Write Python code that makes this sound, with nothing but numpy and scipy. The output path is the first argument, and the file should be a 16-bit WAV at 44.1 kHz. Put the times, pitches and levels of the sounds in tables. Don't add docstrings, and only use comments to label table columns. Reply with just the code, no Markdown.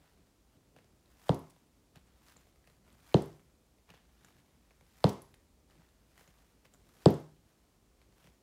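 import sys
import numpy as np
from scipy import signal
from scipy.fft import rfft, irfft, next_fast_len
from scipy.io import wavfile
from scipy.ndimage import uniform_filter1d, map_coordinates

SR = 44100
rng = np.random.default_rng(int(sys.argv[2]) if len(sys.argv) > 2 else 0)


def wav_out(sig):
    wavfile.write(sys.argv[1], SR, np.round(np.clip(np.atleast_2d(sig).T, -1, 1) * 32767).astype(np.int16))


def elevation(decibels):
    levels = np.asarray(decibels, float)
    return 10 ** (levels / 20)


N = 371322

# start_s, click_db, knock_db, thump_db, extra click treble_db, stance of the boot
STAMPS = [
    (1.2926, -24.5, -15, -17.5, -1.5, "across"),
    (3.1424, -19.5, -10, -13.5, -10, "turned"),
    (5.0415, -16.5, -11.5, -14.5, 0, "across"),
    (7.0581, -17.5, -6, -10.5, 6, "turned"),
]
STANCE = {"across": (.6, 1600, 400, 2.5, 2.2), "turned": (2.0, 1290, 325, 1.6, .72)}


def unit(x):
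    return x / np.sqrt(np.mean(x ** 2) + 1e-20)


def along(points, hz):
    f, v = np.transpose(points)
    return np.interp(np.log(hz + 1), np.log(f + 1), v)


def wobble(rate):
    knots = rng.standard_normal(int(N * rate / SR) + 4)
    return map_coordinates(knots, [np.arange(N) * rate / SR])


def coloured(x, spectrum):
    size = next_fast_len(len(x) + 8192)
    hz = np.fft.rfftfreq(size, 1 / SR)
    lowest, highest = spectrum[0][0] / 2, spectrum[-1][0] * 1.3
    closed = [(lowest, -120), *spectrum, (highest, -120)]
    return irfft(rfft(x, size) * elevation(along(closed, hz)), size)[:len(x)]


def add(track, s, sound):
    part = track[round(s * SR):][:len(sound)]
    part += sound[:len(part)]


def stamps():
    # pitch_hz, level_db, t60_s
    edge_modes = [(1750, -16, .004), (3510, -2, 0.0036), (4040, -1, 0.0036), (4580, -4, 0.0029),
                  (6070, -17, 0.0024), (7800, -10.5, 0.0026), (10500, -20, .002), (13700, -24.5, .002)]
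    # pitch_hz, level_db
    sole_dip = [(900, 0), (1900, 0), (2450, -9), (3000, 0), (16000, 0)]
    # pitch_hz, level_db, t60_s
    boom_modes = [(84, -5, .3), (126, -5.5, 0.34), (158, -4, 0.46), (190, 0, 0.18), (208.6, 3.5, .22),
                  (274, 0, 0.31), (342.5, -5, 0.33), (395.3, -4.5, 0.36), (434, -5.5, 0.16),
                  (530, -10, .34), (690, -14.5, 0.27), (830, -17, .33)]
    sent_colour = {"across": [(60, 0), (400, 1.5), (570, -5.5), (1020, 5), (1350, -3), (4000, 0)],
                   "turned": [(60, 0), (400, 0), (570, -2.5), (900, .5), (1250, -2), (1700, 3), (4000, 0)]}
    # pitch_hz, level_db
    clack_colour = [(700, -30), (1500, -8), (2400, -7.5), (3600, 1), (5000, -2.5), (8000, -16),
                    (12000, -20), (15500, -21)]
    near, sent, blows = np.zeros(N), np.zeros(N), np.zeros(N)
    t = np.arange(SR // 2) / SR
    for s, click_db, knock_db, thump_db, treble_db, stance in STAMPS:
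        contact_s = .0002 + .0007 * STANCE[stance][0]
        scrape = elevation(-30 * t[:120] / contact_s) * rng.standard_normal(120)
        edge = [(hz, db + treble_db * (hz > 5500), t60) for hz, db, t60 in edge_modes]
        ringing = ring(edge, t[:400], 1.3, attack=0.00043)
        click = coloured(np.convolve(ringing, scrape), sole_dip)
        click = click / np.abs(click).max()
        hollow = elevation(knock_db) * knock(t, *STANCE[stance])
        bounce = elevation(thump_db) * thump(t)
        add(near, s, elevation(click_db) * click)
        add(near, s, hollow + bounce)
        add(near, s + .0283, elevation(click_db - 19.5) * click)
        add(near, s + .0269, elevation(-15) * coloured(hollow, [(60, 0), (450, -1.5), (900, -11)]))
        add(near, s + .016, elevation(thump_db - 19.5) * ring(boom_modes, t, 2.5, attack=.006, drift=7.5))
        add(sent, s + .004, coloured(hollow, sent_colour[stance]))
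        add(sent, s + .012, elevation(-9.5) * bounce)
        blows[round(s * SR)] = elevation(click_db + 17.5)
    return near, sent + coloured(blows, clack_colour)


def ring(modes, t, spread_db, attack, drift=0):
    hz, db, t60 = np.transpose(modes)[:, :, None]
    steps = rng.standard_normal((len(modes), len(t) // 200 + 1))
    wander = np.cumsum(steps, axis=1).repeat(200, axis=1)
    wander = drift * np.sqrt(200 / SR) * wander[:, :len(t)]
    wander = uniform_filter1d(wander, size=400, axis=1)
    level = elevation(db + spread_db * rng.standard_normal(hz.shape) - 60 * t / t60)
    tones = level * np.sin(2 * np.pi * hz * t + wander)
    return (1 - np.exp(-t / attack)) * np.sum(tones, axis=0)


def knock(t, delay_ms, start_hz, end_hz, swell_ms, abrupt):
    t = np.maximum(t - delay_ms / 1000, 0)
    glide_s = .0013
    turns = end_hz * t + (start_hz - end_hz) * glide_s * (1 - np.exp(-t / glide_s)) - .53
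    u = t * 1000 / swell_ms
    onset = 1 - np.exp(-(t * 2200 / delay_ms) ** 2)
    swell = u * np.exp((1 - u ** abrupt) / abrupt)
    return onset * swell * np.sin(2 * np.pi * turns)


def thump(t):
    rise = 1 - np.exp(-(t / .0083) ** 4)
    stilled = 1 + np.exp(np.clip((t - .0201) / .0011, -50, 50))
    phase = 2 * np.pi * (142 * (t - .0103) + 58 * np.maximum(t - .0165, 0))
    return rise / stilled * (np.cos(phase) + .12 * np.cos(2 * phase))


def taps():
    # start_s, peak_db, centre_hz, knock_db, thump_db
    heels = [(0.764, -49, 1200, -3.5, -12), (0.7874, -53.5, 2200, -7, -19), (1.9582, -48, 1860, -8, -3.5),
             (2.2845, -48.5, 1630, -17, -23), (2.6738, -49.5, 1900, -11, -17),
             (3.3955, -56, 1340, -12, -9.5), (3.8921, -54.5, 3000, -13, -4), (3.903, -44.5, 1900, -13, -12),
             (3.939, -49, 1100, -4, -10), (4.2467, -48.5, 1673, -14, -18.5), (5.3415, -49, 2300, -14, -13),
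             (5.7844, -61, 1900, -7, 5), (6.1779, -47, 1900, -17, -18), (6.2766, -55.5, 2414, -6.5, -4.5),
             (8.2427, -50.5, 2980, -9, -6), (8.2725, -51.5, 2600, -6.5, -8)]
    # start_s, peak_db, centre_hz
    creaks = [(0.2703, -61.5, 1890), (0.8445, -59, 5740), (1.5628, -57, 1300), (2.0707, -61, 7040),
              (2.364, -51.5, 1220), (2.4688, -56.5, 1630), (2.5591, -59.5, 1320), (2.6424, -62, 1800),
              (2.6994, -57, 1350), (2.878, -58, 1250), (1.058, -60, 4000), (6.386, -60, 3500),
              (2.9272, -62, 1780), (3.3293, -53, 1820), (3.7848, -60.5, 2520), (4.7082, -52, 2220),
              (4.81, -53, 2550), (5.6994, -57, 1198), (6.2094, -50, 1570), (6.6538, -51, 1310),
              (6.7376, -53, 7500), (7.3647, -61.5, 3240), (8.0157, -55, 2360), (8.1254, -61, 1220),
              (8.1824, -58.5, 1312)]
    # start_s,
    # peak_db, centre_hz, sharpness
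    ticks = [(1.344, -41, 10500, 0.87), (1.392, -56, 11300, 2.8), (1.499, -58.5, 9500, 1),
             (1.505, -54.5, 7300, 0.75), (3.124, -52.5, 2300, 1.5), (3.116, -54, 2200, 2.3),
             (6.89, -57, 1192, 1.5), (3.221, -42, 8450, 0.99), (3.258, -53, 11550, 2.5),
             (5.088, -48, 12500, 1.2), (5.092, -34, 5600, 0.38), (5.13, -49, 10500, 1.5),
             (5.219, -46.5, 11430, 2), (7.105, -42, 13160, 1.2), (7.141, -43, 8200, 0.99),
             (7.2, -58, 11500, 2.9), (1.563, -62, 3700, 2.06), (2.072, -67, 7900, 2.5),
             (2.367, -53, 7200, 3.7), (2.366, -60, 4400, 3.7), (4.247, -49, 6800, 1.4),
             (5.343, -57, 8800, 1.27), (6.277, -60, 6800, 3.7), (6.738, -55, 7440, 2.6),
             (2.927, -57.5, 8600, 1.5)]
    # pitch_hz, level_db
    dull = [(300, 2.5), (3000, 2.5), (7000, -3), (16000, -6)]
    out, t = np.zeros(N), np.arange(2000) / SR
    creak_knock_db, creak_thump_db = -7, -14
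    contacts = [*heels, *[(*row, creak_knock_db, creak_thump_db) for row in creaks]]
    for s, db, hz, knock_db, thump_db in contacts:
        board = elevation(knock_db) * knock(t, *STANCE["across"]) + elevation(thump_db) * thump(t)
        soft_crack = coloured(crack(hz, sharp=1.05, t60=.008), dull)
        add(out, s, elevation(db) * (soft_crack + board))
    for s, db, hz, sharp in ticks:
        add(out, s, elevation(db) * crack(hz, sharp, t60=0.023))
    return out


def crack(hz, sharp, t60):
    burst = elevation(-60 * np.arange(2000) / SR / t60) * rng.standard_normal(2000)
    shape = [(500, -14 * sharp), (hz / 1.3, -7 * sharp), (hz, 0), (hz * 1.2, -7 * sharp),
             (max(16000, hz * 1.3), -12 * sharp - 4)]
    out = coloured(burst, shape)
    return out / np.abs(out).max()


def rustle():
    # peak_s, body_db, fizz_db, swell_s, fade_s (swell and fade over 20 dB)
    moves = [(0.01, -75, -80, .1, .5), (0.5, -81, -89, .02, .4), (0.766, -68.5, -76, .015, .09),
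             (1.96, -66, -76, .02, .09), (2.29, -66.5, -67, .15, .3), (2.682, -73, -73, .06, .15),
             (3.902, -63, -76, .03, .07), (3.945, -66, -78, .01, .12), (4.26, -72.5, -76, .35, .6),
             (4.712, -73, -77, .02, .04), (5.7, -75.5, -80.5, .03, 1), (6.19, -71.5, -72, .13, .6),
             (6.654, -67.5, -70, .01, .05), (6.746, -78, -78, .07, .06), (7.496, -80, -81, .1, .7),
             (8.022, -72.5, -84, .05, .06), (8.25, -69.5, -70.5, .15, .15), (2.09, -74, -81, .08, .15),
             (2.88, -73, -78, .06, .3), (6.95, -76, -72, .1, .1)]
    # peak s before it, body_db, fizz_db, swell_s, fade_s
    swing = (.033, -68.5, -68.5, .28, .42)
    # pitch_hz, level_db per Hz
    leather = [(250, -17), (700, 3), (1500, 1.5), (3500, -6), (6000, -14), (9000, -40.5)]
    # pitch_hz, level_db per Hz
    fizz_colour = [(2500, -25.5), (5000, -2.5), (9000, -4), (15500, -5)]
    # pitch_hz, level_db per Hz
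    grit_colour = [(700, -14), (1800, 0), (4000, -1), (7000, -10), (14000, -16)]
    grit_per_s, grit_db = 600, -5.5
    t = np.arange(0, N, 64) / SR
    swings = [(stamp[0] - swing[0], *swing[1:]) for stamp in STAMPS]
    s, body_db, fizz_db, swell, fade = np.transpose([*moves, *swings])[:, :, None]
    shape_db = -20 * np.where(t < s, (s - t) / swell, (t - s) / fade)

    def level(db):
        total = np.sqrt(np.sum(elevation(db + shape_db) ** 2, axis=0))
        return np.interp(np.arange(N) / SR, t, total)

    slips = elevation(2 * wobble(25) + 3 * wobble(400))
    body = unit(coloured(slips * rng.standard_normal(N), leather))
    fizz = unit(coloured(slips * rng.standard_normal(N), fizz_colour))
    specks = (rng.random(N) < grit_per_s / SR) * rng.standard_normal(N)
    fading = signal.lfilter([1], [1, -elevation(-60 / SR / .008)], np.abs(specks))
    grit = unit(coloured(fading * rng.standard_normal(N), grit_colour))
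    return level(body_db + grit_db) * grit + level(body_db + 1.5) * body + level(fizz_db - 1.5) * fizz


def room(x):
    # pitch_hz, t60_s
    walls = [(60, 0.12), (160, 0.4), (420, 0.26), (1100, 0.41), (2900, .38), (7700, 0.52), (15000, 0.1)]
    # pitch_hz, level_db
    wall_gain = [(50, -20), (85, -2.5), (150, -12), (400, -7.5), (800, -10), (1150, -8), (1500, -6),
                 (2000, 0), (4000, -14), (8000, -9.5), (15000, -4.5)]
    hz, t, z = signal.stft(rng.standard_normal(SR * 3 // 4), SR, nperseg=256)
    fading = elevation(-60 * t / along(walls, hz)[:, None])
    tail = signal.istft(z * fading, SR, nperseg=256)[1]
    tail = np.pad(tail / np.linalg.norm(tail), (round(0.0032 * SR), 0))
    return signal.fftconvolve(x, coloured(tail, wall_gain))[:N]


def background():
    # pitch_hz, level_db per Hz
    hush = [(12, -52), (20, -26.5), (39, -2.5), (60, 3), (93, -15), (123, -12), (204, -12.5), (248, -13),
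            (337, -14.5), (1370, -26.5), (1530, -29), (7110, -30.5), (16000, -37.5)]
    # time_s, level_db
    rumble = [(0, -69), (.39, -73), (.77, -68.5), (1.6, -73.5), (2.1, -67), (2.6, -72), (3.0, -67.5),
              (3.5, -72), (4.2, -71.5), (4.9, -70), (5.87, -68), (6.4, -69.5), (7.0, -68), (7.7, -73.5),
              (8.15, -69), (8.42, -70)]
    # pitch_hz, level_db per Hz
    traffic = [(25, -21), (55, -1), (130, -5.5), (250, -7.5), (600, -19.5), (1200, -43)]
    hiss = elevation(-69) * unit(coloured(rng.standard_normal(N), hush))
    lumps = elevation(1.5 * wobble(3) + 2 * wobble(12))
    s, db = np.transpose(rumble)
    rumble_db = np.interp(np.arange(N) / SR, s, db) - 2.0
    return hiss + elevation(rumble_db) * unit(lumps * coloured(rng.standard_normal(N), traffic))


def scene():
    near, sent = stamps()
    small = taps()
    answer = room(sent + elevation(-2.5) * small)
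    return (near + small + answer + rustle() + background())[None]


def roll_off(x):
    return signal.sosfilt(signal.butter(12, 15830, fs=SR, output="sos"), x)


def record(dry):
    low_cut = signal.butter(2, 40, "highpass", fs=SR, output="sos")
    mix = signal.sosfilt(low_cut, dry)
    return roll_off(mix)


dry = scene()
out = record(dry)
wav_out(out)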